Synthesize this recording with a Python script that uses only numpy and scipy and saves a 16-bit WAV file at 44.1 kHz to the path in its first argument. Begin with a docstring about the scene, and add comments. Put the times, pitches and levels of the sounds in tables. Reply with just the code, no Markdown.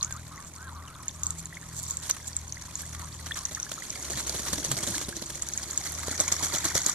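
"""From the start drops tick, bubbles plop and feathers rustle as ducks dabble in a shallow farmyard puddle.
Ducks call softly with a few sliding overtones, and a far engine throbs as a sum of low orders.
From about 3.7 s wings puff low noise into the air and the engine slows; a quick flurry follows in the water,
where noise and swarms of ringing bubbles make the splashes. A rough drone swells near 5 s. From about 6.2 s
a duck bathes with regular wing strokes and the engine is back up to speed. Two ports colour the treble differently."""
import sys
import numpy as np
from scipy import signal
from scipy.fft import rfft, irfft, next_fast_len
from scipy.io import wavfile
from scipy.ndimage import map_coordinates

SR = 44100
rng = np.random.default_rng(int(sys.argv[2]) if len(sys.argv) > 2 else 0)


def transcribe(signal):
    """Save signal, clipped to [-1, 1], as a 16-bit WAV file at the path in sys.argv[1]."""
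    frames = np.atleast_2d(signal).T
    limited = np.clip(frames, -1, 1)
    pcm = np.round(limited * 32767).astype(np.int16)
    wavfile.write(sys.argv[1], SR, pcm)


N = 306054
TIME = np.arange(N) / SR

# how hard the water is stirred: t/s, fine spray level/dB (before the mix)
STIR = [(0, -47.5), (.4, -51), (.85, -53), (1.2, -48), (1.45, -50), (2.1, -45.5), (2.5, -48), (2.85, -45.5),
        (3.2, -46.5), (4.0, -39.5), (4.35, -36.5), (4.65, -37.5), (4.92, -36), (5.12, -44), (5.38, -41),
        (5.65, -41), (6.05, -39), (6.6, -35), (6.94, -40)]
# wing strokes of the bath: t/s, length/s, spray/dB, smack/dB, thump/dB, falling water/dB (before the mix)
BATH = [(6.192, 0.026, -38, -30, -38.5, -38), (6.317, 0.01, -22.5, -29, -43.5, -42),
        (6.424, 0.014, -29, -33, -35.5, -30), (6.53, 0.024, -30.5, -29, -37.5, -35),
        (6.642, 0.02, -26.5, -23, -38, -38), (6.75, 0.0099, -25.5, -25.5, -33, -28),
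        (6.861, 0.0061, -18, -28, -33, -30)]


def amp(db):
    """Level law: 20 dB is a factor of ten in amplitude."""
    return 10 ** (np.asarray(db) / 20)


def unit(x):
    """Normalisation to an effective (rms) value of 1."""
    return x / np.sqrt(np.mean(x ** 2) + 1e-20)


def curves(rows):
    """Linear interpolation: one value per sample for each column after the time."""
    s, *cols = np.transpose(rows)
    return [np.interp(TIME, s, c) for c in cols]


def wobble(rate):
    """Band-limited random modulation: a smooth curve through rate random knots a second."""
    coarse = TIME[::8]
    knots = rng.standard_normal(int(N * rate / SR) + 4)
    return np.interp(TIME, coarse, map_coordinates(knots, [coarse * rate]))


def bell(s, width):
    """Gaussian swell around time s with a standard deviation of width seconds."""
    return np.exp(-np.minimum(((TIME - s) / width) ** 2 / 2, 20))


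def coloured(x, points):
    """Minimum-phase filtering: folding the cepstrum makes the response f/Hz, gain/dB causal."""
    m = 8192
    hz, db = np.transpose(points)
    gain_db = np.interp(np.log(np.fft.rfftfreq(m, 1 / SR) + 1), np.log(hz), db)
    cepstrum = irfft(np.log(amp(gain_db)))
    cepstrum[1:m // 2] *= 2
    cepstrum[m // 2 + 1:] = 0
    kernel = irfft(np.exp(rfft(cepstrum)))
    return signal.oaconvolve(x, np.broadcast_to(kernel, x.shape[:-1] + (m,)), axes=-1)[..., :N]


def noise(side_db):
    """Mid-side stereo: the level of the difference signal sets the width of white noise."""
    mid, side = rng.standard_normal((2, N))
    side = amp(side_db) * side
    return unit(np.array([mid + side, mid - side]))


def bubbles(start, size, hz, cycles, rise, lag, count):
    """Damped resonance: bubbles ring, rise in pitch and decay over some cycles, with a lag between the ports."""
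    apart = lag * rng.standard_normal(len(start))
    first = (np.maximum(start - abs(apart), 0) * SR).astype(int)
    index = first[:, None] + np.arange(count)
    out = []
    for arrival in (start - apart / 2, start + apart / 2):
        turns = np.maximum(index / SR - arrival[:, None], 0) * hz[:, None]
        age = turns / np.reshape(cycles, (-1, 1))
        glide = 1 + rise * np.minimum(age, 2)
        envelope = np.exp(-age) * (1 - np.exp(-turns))
        ring = np.sin(2 * np.pi * turns * glide) * envelope
        out.append(np.bincount(index.ravel(), (size[:, None] * ring).ravel(), N)[:N])
    return np.array(out)


def swarm(rate, low_hz, high_hz, cycles, spread_db, lag, count):
    """Random superposition: a steady stream of bubbles, many faint and a few strong, of rms 1."""
    when, pitch, life, strength = rng.random((int(rate * N / SR), 4)).T
    size = amp(-spread_db * np.log(strength + .015))
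    hz = low_hz * (high_hz / low_hz) ** pitch
    return unit(bubbles(when * N / SR, size, hz, cycles * (.5 + life), 0.013, lag, count))


def yard(x, t60, wet_db):
    """Diffuse reverberation: ground, birds and sheds scatter a tail that falls 60 dB in t60 seconds."""
    t = np.arange(SR // 2) / SR
    tail = rng.standard_normal((2, len(t))) * amp(-60 * t / t60) * (t > .0015)
    scattered = signal.fftconvolve(x, tail / np.linalg.norm(tail[0]), axes=1)[:, :N]
    return x + amp(wet_db) * scattered


def air():
    """Stationary filtered noise: the steady background of the yard."""
    # colour of the background: f/Hz, relative level/dB
    air_colour = [(15, 4), (35, -7), (55, 11), (100, 6), (180, 4.5), (300, -11), (550, -20), (1050, -4),
                  (1600, -28), (2600, -24), (7000, -30), (15000, -21)]
    return amp(-50.0) * unit(coloured(noise(side_db=-16), air_colour))


def engine():
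    """Harmonic synthesis: low orders carry far; the second throbs, the next two swell and fade separately."""
    # speed of the distant engine: t/s, firing f/Hz
    speed = [(0, 40.7), (1.3, 41), (2.4, 40.2), (3.7, 40.4), (4.05, 34.8), (4.65, 32.9), (5.55, 34.4),
             (6.2, 41.2), (6.94, 41.8)]
    # how well it carries: t/s, level/dB (against usual_db), depth of the slow throb/dB
    reach = [(0, -49, 5.5), (.7, -49.5, 5), (1.3, -48.5, 8.5), (1.8, -49, 5.5), (2.4, -44.5, 4),
             (3.0, -48, 8), (3.28, -43.5, -4.5), (3.72, -62, 15), (4.1, -44.5, 0), (5.6, -51, -2),
             (5.95, -44.5, -4), (6.5, -43.5, 3.5), (6.94, -49.5, -3)]
    # third order: t/s, level/dB
    third_order = [(.2, -45), (.35, -55), (1.55, -54), (1.8, -43.5), (2.25, -53), (2.5, -46.5), (2.7, -52),
                   (3.15, -45), (3.6, -55)]
    # fourth order: t/s, level/dB
    fourth_order = [(0, -49), (1.15, -57), (1.33, -43.5), (1.58, -45), (2.25, -57), (2.95, -48), (3.9, -56),
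                    (6.2, -51)]
    usual_db, second_order_db = -48, -45.5
    throb_period_s, throb_peak_s = .565, .14
    hz, = curves(speed)
    level_db, depth_db = curves(reach)
    throb = np.cos(2 * np.pi * (TIME - throb_peak_s) / throb_period_s)
    second_db = second_order_db + level_db - usual_db + depth_db * throb
    phase = 2 * np.pi * np.cumsum(hz * (1 + 0.0026 * wobble(14))) / SR
    # orders two to seven
    levels = [second_db] + curves(third_order) + curves(fourth_order) + [-66, -63, -62]
    return sum(amp(db + 1.2 * wobble(10)) * np.sin(order * phase) for order, db in enumerate(levels, 2))


def bath():
    """Impact and fallback: each wing slap is followed by falling water, as t, length, spray, smack, thump."""
    delay_s, length_s = 0.011, 0.026
    under_db = (-1, -18)  # smack and thump of the falling water, relative to its spray
    rows = []
    for *stroke, fall_db in BATH:
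        rows.append(stroke)
        rows.append((stroke[0] + delay_s, length_s, fall_db, *np.add(under_db, fall_db)))
    return rows


def slaps(attack, release):
    """Energy addition: powers of spray, smack and thump sum as each slap starts sharply, lasts and decays."""
    # slaps of body, foot or wing: t/s, length/s, spray/dB, smack/dB, thump/dB (before the mix)
    splash_rows = [(0.029, .003, -31, -33, -64), (0.107, 0.0043, -56, -34, -65),
                   (2.026, 0.061, -37.5, -41.5, -76), (2.094, 0.0096, -22, -24.5, -54),
                   (2.143, 0.0091, -63, -38, -58), (2.167, 0.0042, -61, -34.5, -63),
                   (2.789, .025, -37.5, -40, -65), (2.947, 0.0055, -53, -34, -62),
                   (2.995, 0.0056, -64, -34, -52), (3.261, 0.016, -37.5, -35, -52),
                   (3.311, 0.0053, -41, -33, -63), (3.355, 0.032, -35.5, -35, -62),
                   (3.51, 0.022, -44, -41, -50), (3.715, 0.007, -30, -32, -42.5),
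                   (4.099, 0.028, -39, -38.5, -43.5), (4.173, 0.0074, -30, -28, -40),
                   (4.194, 0.0093, -31, -29, -55), (4.265, 0.023, -38, -37, -53),
                   (4.293, 0.0064, -26, -33.5, -38.5), (4.342, 0.019, -33.5, -37, -41),
                   (4.392, 0.0073, -31, -39, -36.5), (4.462, 0.036, -35.5, -31, -46.5),
                   (4.53, 0.0083, -21, -27, -32.5), (4.578, 0.01, -34, -33.5, -39.5),
                   (4.643, 0.01, -26, -36, -40), (4.713, 0.0088, -25.5, -26, -38),
                   (4.767, 0.018, -32, -35.5, -43), (4.827, 0.013, -28.5, -31.5, -41),
                   (4.866, 0.032, -31, -35.5, -43), (4.938, 0.034, -33.5, -39, -52),
                   (4.98, 0.0034, -33, -25.5, -44), (5.013, 0.016, -31.5, -35, -43),
                   (5.083, 0.013, -32, -35, -40), (5.156, .022, -37.5, -51, -47.5),
                   (5.218, 0.0091, -31, -40, -42), (5.298, 0.0099, -34.5, -37.5, -49),
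                   (5.354, 0.0099, -37, -52, -46), (5.626, 0.01, -32, -38, -56),
                   (5.851, 0.029, -35, -34, -57), (6.028, 0.01, -61, -30.5, -60),
                   (6.081, 0.0028, -46, -32, -29), (6.111, 0.01, -32.5, -43, -42)]
    power = np.zeros((3, N))
    for s, length, *levels in [*splash_rows, *bath()]:
        near = slice(max(int((s - .01) * SR), 0), int((s + .15) * SR))
        t = TIME[near] - s
        onset = np.clip(t / attack, 0, 1)
        decay = np.exp(-np.maximum(t - .7 * length, 0) / (release + .35 * length))
        power[:, near] += (amp(levels)[:, None] * onset * decay) ** 2
    return power


def water():
    """Bubble and turbulence noise: stirring and slaps throw spray, shake up bubbles and push the water below."""
    # deep churning: t/s, level/dB (before the mix)
    churn_rows = [(0, -57), (2.5, -57), (3.7, -54), (4.15, -46.5), (4.6, -44), (4.92, -44.5), (5.15, -55),
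                  (6.3, -46), (6.94, -50)]
    # fine spray: f/Hz, relative level/dB
    spray_colour = [(1200, -33.5), (2700, -3), (3800, -9), (6500, 7), (9000, 1), (15000, -5)]
    # sloshing with larger bubbles: f/Hz, relative level/dB
    slosh_colour = [(300, 3.5), (650, -2), (1100, 4.5), (1900, 9), (2600, 7), (4500, -4.5)]
    # hollow smack of a slap: f/Hz, relative level/dB
    smack_colour = [(250, -37), (560, -2.5), (800, -1), (1100, 4.5), (1900, 1), (2600, -5), (4500, -9.5)]
    # deep push of the water: f/Hz, relative level/dB
    thump_colour = [(40, -36), (110, 4.5), (200, -1), (340, 1.5), (470, -4.5), (600, -0.5), (850, -12.5),
                    (1800, -25.5)]
    # water where the bathing duck sits: f/Hz, gain/dB
    bath_colour = [(2200, -0.5), (2700, -5.5), (3300, 0.5), (8000, 2), (9000, -6), (9900, 0.5)]
    bath_turn_s = (5.3, 6.1)  # the bath colour takes over during this span

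    spray_db, churn_db = curves(STIR) + curves(churn_rows)
    # sloshing lies under the spray at a middling stir and grows more slowly
    stir_mid_db, slosh_under_db, slosh_grows = -48.5, -11.5, 0.79
    slosh_db = stir_mid_db + slosh_under_db + slosh_grows * (spray_db - stir_mid_db)
    # the bathing duck settles in before its first stroke and keeps the water sloshing
    bath_slosh_db, bath_lead_s = 5.5, 0.59
    slosh_db = slosh_db + bath_slosh_db * np.clip(1 + (TIME - BATH[0][0]) / bath_lead_s, 0, 1)

    ticks = swarm(rate=550, low_hz=3200, high_hz=12500, cycles=3.2, spread_db=4.7, lag=.00005, count=160)
    ticks = unit(coloured(ticks + amp(-3) * noise(side_db=8), spray_colour))
    sheet = swarm(rate=3200, low_hz=3000, high_hz=12400, cycles=4, spread_db=4.3, lag=.00004, count=96)
    sheet = unit(coloured(sheet + amp(-2) * noise(side_db=-2), spray_colour))
    gurgle = swarm(rate=800, low_hz=650, high_hz=2400, cycles=3.8, spread_db=3.2, lag=.00006, count=560)
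    gurgle = unit(coloured(gurgle + amp(2) * noise(side_db=-4), slosh_colour))
    smack = unit(coloured(noise(side_db=-6.5), smack_colour))
    churn, thump = (unit(coloured(noise(side_db=-10.5), thump_colour)) for _ in range(2))

    # as the water gets busier, separate ticks merge into a sheet of spray
    merged = np.clip((spray_db + 53) / 14, 0, .85)
    patter = np.sqrt(1 - merged) * ticks + np.sqrt(merged) * sheet
    # water falls back in clumps, and a slapped sheet tears into brief bursts
    clumps = unit(amp(2.3 * wobble(150)))
    bursts = unit(amp(3 * wobble(650)))
    stirred = clumps * (amp(spray_db - 3.0) * patter + amp(slosh_db + 5.0) * gurgle)
    stirred = stirred + amp(churn_db + 0.5) * churn
    spray_slap, smack_slap, thump_slap = np.sqrt(slaps(attack=.0015, release=.002))
    slapped = bursts * (amp(-6.0) * spray_slap * sheet + amp(-4.0) * smack_slap * smack)
    splash = stirred + slapped + amp(4.5) * thump_slap * thump
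    bathing = np.interp(TIME, bath_turn_s, [0, 1])
    return (1 - bathing) * splash + bathing * coloured(splash, bath_colour)


def flock():
    """Random superposition: ducks farther back give faint arched calls, as curves of t, f, level."""
    calls_per_s, call_s, top_hz, level_db = 5, .11, 1080, -58
    when, pitch = rng.random((int(calls_per_s * N / SR), 2)).T
    start = when * (N / SR - call_s)
    base_hz = top_hz * (1 - .2 * pitch)
    arch = [(0, 1), (.5, 1.2), (1, 1)]  # part of the call, pitch factor
    return [[(s + part * call_s, hz * lift, level_db) for part, lift in arch]
            for s, hz in zip(start, base_hz)]


def whistles():
    """Source and filter: a narrow throat passes a few overtones around the sixth of a voice near 200 Hz."""
    # soft, undulating duck calls, one curve each: t/s, strongest overtone f/Hz, level/dB (before the mix)
    call_curves = [
        [(0, 1015, -45), (.04, 1217, -45), (.09, 1600, -45), (.125, 1580, -50), (.155, 1145, -40),
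         (.19, 1620, -50)],
        [(.31, 1022, -39), (.335, 1287, -49), (.37, 1047, -45), (.42, 1210, -47.5), (.46, 1090, -51)],
        [(.55, 947, -52), (.595, 1422, -46), (.642, 1650, -45), (.68, 1520, -42), (.705, 1096, -47),
         (.733, 890, -43)],
        [(.65, 966, -57), (.685, 1070, -47), (.72, 956, -51)],
        [(.738, 990, -47), (.762, 1210, -40), (.783, 1100, -45.5), (.802, 1208, -42), (.822, 1110, -49),
         (.843, 1195, -44), (.862, 1030, -49), (.893, 1363, -47), (.917, 1233, -45), (.94, 1520, -48)],
        [(.952, 1120, -40), (.985, 1535, -57), (1.004, 1030, -41), (1.012, 990, -50), (1.03, 1188, -52),
         (1.07, 1325, -50)],
        [(1.19, 1000, -51), (1.245, 1260, -49), (1.272, 990, -45), (1.303, 1400, -49), (1.333, 1000, -48)],
        [(1.86, 1310, -55), (1.902, 950, -47), (1.945, 1330, -52), (1.98, 990, -55)],
        [(2.655, 1090, -73), (2.685, 993, -40), (2.705, 1120, -72)],
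        [(2.96, 1120, -49), (2.99, 1226, -50), (3.03, 943, -39), (3.07, 1334, -55)],
        [(3.345, 1056, -58), (3.375, 1272, -41), (3.405, 1024, -49), (3.435, 1212, -48), (3.46, 1010, -51)],
        [(3.572, 1176, -42), (3.598, 1470, -42), (3.625, 1250, -57)],
    ]
    out = np.zeros(N)
    order = np.arange(4, 9)[:, None] / 6  # relative to the sixth overtone
    # the pitch wavers and trembles, and each overtone breaks up in its own way
    quaver = 1 + .012 * wobble(70) + .012 * wobble(260)
    husk = unit(amp(2.4 * np.array([wobble(90) for _ in order]) + 1.3 * wobble(300)))
    # a faint rasp and octave lie beside the strongest overtone
    rasp = amp(-13) * wobble(600)
    octave_db = -25
    for call in [*call_curves, *flock()]:
        s, pitch, level = np.transpose(call)
        on = slice(max(int(s[0] * SR), 0), int(s[-1] * SR))
        t = TIME[on]
        hz, db = np.interp(t, s, pitch), np.interp(t, s, level)
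        gate = np.clip(np.minimum(t - s[0], s[-1] - t) / 0.0023, 0, 1)
        throat = np.where(order == 1, 1, amp(-9) / (1 + ((order * hz - 1250) / 380) ** 4))
        phase = 2 * np.pi * np.cumsum(hz * quaver[on]) / SR
        partials = throat * husk[:, on] * np.sin(order * phase)
        voice = partials.sum(0) + rasp[on] * np.cos(phase) + amp(octave_db) * np.sin(2 * phase)
        out[on] += gate * amp(db - 0.5) * voice
    return np.array([out, out])


def drips():
    """Random arrivals: further drops fall at random from bills and feathers, harder in busier water."""
    drips_per_s, over_spray_db, scatter_db, mid_hz = 8, 12, 3, 6840
    when, pitch, strength = rng.random((int(drips_per_s * N / SR), 3)).T
    s = when * N / SR
    db = np.interp(s, *np.transpose(STIR)) + over_spray_db + scatter_db * (2 * strength - 1)
    return np.column_stack([s, db, mid_hz * (1 + .15 * (2 * pitch - 1))])


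def drops():
    """Impact, then resonance: a drop ticks on the surface; its bubble pinches off and rings a millisecond or so."""
    # single drops, each trapping a tiny bubble: t/s, level/dB (before the gains below), bubble f/Hz
    drop_rows = [(0.011, -30, 4120), (0.0297, -11, 6140), (0.0473, -20, 6740), (0.1256, -22.5, 6700),
                 (1.0825, -16.5, 6700), (1.2346, -14.5, 6650), (1.268, -15.5, 7100), (1.307, -17, 7100),
                 (1.4571, -23.5, 7000), (1.9094, -18, 6800), (1.9711, -19, 7200), (2.111, -10.5, 6080),
                 (2.367, -15, 7270), (2.5243, -22.5, 6230), (2.7556, -20.5, 6700), (3.3203, -26.5, 3360),
                 (3.4538, -14, 6250), (3.5498, -18.5, 6100), (3.6005, -21.5, 6100), (3.63, -20.5, 5930),
                 (3.9045, -18.5, 6160), (4.6483, -20, 5880), (4.7173, -15.5, 7440), (5.0485, -35, 3900),
                 (5.4231, -16, 7100), (5.488, -24, 5980), (5.537, -19, 6440), (5.5765, -16, 6650),
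                 (5.7116, -20, 7000), (5.7768, -13, 6860), (6.2023, -9, 6150), (6.2087, -9, 7620),
                 (6.2801, -16, 6540), (6.324, -11, 6900), (6.366, -25, 6400), (6.4348, -25, 6040),
                 (6.459, -22, 6380), (6.6533, -13.5, 6500), (6.753, -14, 5600), (6.818, -20, 6610),
                 (6.865, -10.5, 7130), (6.8973, -14, 6900)]
    s, db, hz = np.vstack([drop_rows, drips()]).T
    life = rng.uniform(4, 7, len(s))
    ring = bubbles(s - .0003, amp(db + 4.2), hz, life, rise=.01, lag=.00002, count=400)
    tick = bubbles(s - .0011, amp(db + 3.7), hz, cycles=1.1, rise=0, lag=.00002, count=80)
    return ring + tick


def plops():
    """Volume resonance: larger pockets of air ring lower and longer, and chirp upward as they surface."""
    # large bubbles from bills and feet: t/s, level/dB (before the gain below), f/Hz amid the upward chirp
    plop_rows = [(0.378, -37, 2000), (1.528, -34, 1920), (1.571, -30, 2120), (1.6298, -39, 1780),
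                 (2.572, -33, 2020), (2.834, -37, 1650), (3.3112, -23, 1783), (3.5722, -30.5, 1780),
                 (3.667, -35, 1670), (3.7797, -32.5, 1300), (3.823, -28.5, 1990), (3.958, -31.5, 2240),
                 (4.137, -31, 1840), (4.789, -32, 2170), (4.945, -28.5, 1680), (5.128, -31.5, 1600),
                 (5.865, -30, 2000), (6.41, -29, 1040), (6.44, -32, 2210), (6.567, -31, 1295),
                 (6.775, -28, 2010), (6.791, -30, 1970), (6.8923, -26, 1166)]
    s, db, hz = np.transpose(plop_rows)
    start_hz = hz * .92
    return bubbles(s - .0015, amp(db + 4), start_hz, cycles=6, rise=.05, lag=.00004, count=1400)


def feathers():
    """Friction noise: barbs rub over each other in short, high, grainy swishes."""
    # wet feathers shaken and preened: mid t/s, standard deviation/s, level/dB (before the gain below)
    rustle_rows = [(0.477, 0.0097, -53.5), (1.26, 0.031, -55), (1.391, 0.012, -48), (1.776, 0.019, -45),
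                   (1.839, 0.01, -46.5), (1.907, 0.03, -47), (2.28, 0.011, -47.5), (2.798, 0.032, -54)]
    # swish of feathers: f/Hz, relative level/dB
    swish_colour = [(3000, -22), (5500, -8), (7500, 4), (9500, -14.5), (15000, -11)]
    strokes = sum(amp(db) * bell(s, width) for s, width, db in rustle_rows)
    grain = amp(4 * wobble(400))
    barbs = unit(coloured(noise(side_db=-3), swish_colour) * grain)
    return amp(8.0) * strokes * barbs


def clicks():
    """Strong damping: short, dry, bright clicks that hardly ring."""
    # bright clicks, of bills or of drops hitting the water: t/s, level/dB (before the gain below)
    click_rows = [(.5524, -28), (.6462, -30), (.6986, -32), (1.0593, -24), (1.2333, -20), (1.3047, -21),
                  (1.4479, -26), (1.831, -14.5), (2.7554, -34), (2.8193, -13.5), (3.4349, -20),
                  (3.5316, -21), (3.9657, -25), (5.2205, -16), (5.488, -16), (5.922, -12)]
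    s, db = np.transpose(click_rows)
    hz = np.full(len(s), 10500)
    return bubbles(s, amp(db + 3), hz, cycles=1.3, rise=0, lag=.00002, count=64)


def peeps():
    """Frequency glide: tiny chirps slide down in pitch under a half-sine envelope."""
    # falling chirps: t/s, length/s, from f/Hz, to f/Hz, level/dB (before the gain below)
    peep_rows = [(0.872, 0.017, 3270, 2600, -45), (1.064, .011, 3220, 2580, -53),
                 (2.697, .012, 2600, 2320, -48)]
    out = np.zeros(N)
    for s, length, from_hz, to_hz, db in peep_rows:
        t = np.arange(int(length * SR)) / SR
        envelope = amp(db - 1.5) * np.sin(np.pi * t / length)
        out[int(s * SR):][:len(t)] += envelope * signal.chirp(t, from_hz, length, to_hz)
    return np.array([out, out])


def wings():
    """Flow noise: each downstroke in the air shoves out a low puff."""
    # wing beats in the air: t/s, level/dB
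    beat_rows = [(3.719, -45), (4.15, -43.5), (4.34, -43), (4.539, -37.5), (4.72, -32), (4.9, -39),
                 (5.09, -50)]
    # puff of a wing stroke: f/Hz, relative level/dB
    puff_colour = [(70, -11), (125, 3), (180, -1), (260, -8), (500, -29)]
    strokes = sum(amp(db) * bell(s, 0.025) for s, db in beat_rows)
    return strokes * unit(coloured(noise(side_db=-30), puff_colour))


def hum():
    """Random phase and amplitude modulation roughen a drone that swells briefly."""
    swell = amp(-48.5 + 2.7 * wobble(25)) * np.exp(-((TIME - 5.02) / 0.58) ** 2)
    return swell * np.sin(2 * np.pi * 338 * TIME + 1.2 * wobble(25))


def gulps():
    """Cavity resonance: a hollow behind a wing or body closes with a short, low note."""
    # gulps: t/s, level/dB (before the gain below), f/Hz
    gulp_rows = [(4.581, -29.5, 293), (4.959, -32, 301), (5.169, -33, 330), (5.227, -38, 328),
                 (6.205, -23, 592), (6.648, -29, 330), (6.754, -23, 550)]
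    s, db, hz = np.transpose(gulp_rows)
    return bubbles(s - .002, amp(db + 2), hz, cycles=3.5, rise=0, lag=0, count=3000)


def scene():
    """Linear superposition of the puddle, the calls and the distant sounds."""
    struck = drops() + amp(-1) * plops() + clicks()
    near = water() + gulps() + feathers() + yard(struck, t60=.025, wet_db=-15)
    puddle = yard(near, t60=.15, wet_db=-17)
    calls = yard(whistles() + peeps(), t60=.2, wet_db=-13)
    balance = amp([[.4], [-.4]])  # slightly to the left
    return puddle + calls + (wings() + engine() + hum() + air()) * balance


def record(dry):
    """Linear filtering: each port has its own resonances, the left hears later, and the top rolls off steeply."""
    # left microphone port: f/Hz, gain/dB
    left_port = [(1000, -1), (2200, -1), (2750, -2), (3400, 6.5), (4100, 8.5), (5200, -7), (5700, 8.5),
                 (6400, 2), (7200, 3.5), (8400, -6), (11500, -6.5), (14400, -4.5)]
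    # right microphone port: f/Hz, gain/dB
    right_port = [(1000, -2.5), (2200, 1.5), (2750, 0), (3400, 1), (4500, 9), (5400, -1.5), (7100, 5),
                  (8500, 6), (10000, 5), (11200, 8), (13200, -2.5), (14400, -0.5)]
    ports = np.array([coloured(dry[0], left_port), coloured(dry[1], right_port)])
    m = next_fast_len(N + 8192)
    hz = np.fft.rfftfreq(m, 1 / SR)
    delay_s = np.array([[.00003], [0]])
    delay = np.exp(-2j * np.pi * hz * delay_s)
    top = (hz < 15800) / np.sqrt(1 + (hz / 14550) ** 140)
    return irfft(rfft(ports, m) * delay * top, m)[:, :N]


dry = scene()
out = record(dry)
transcribe(out)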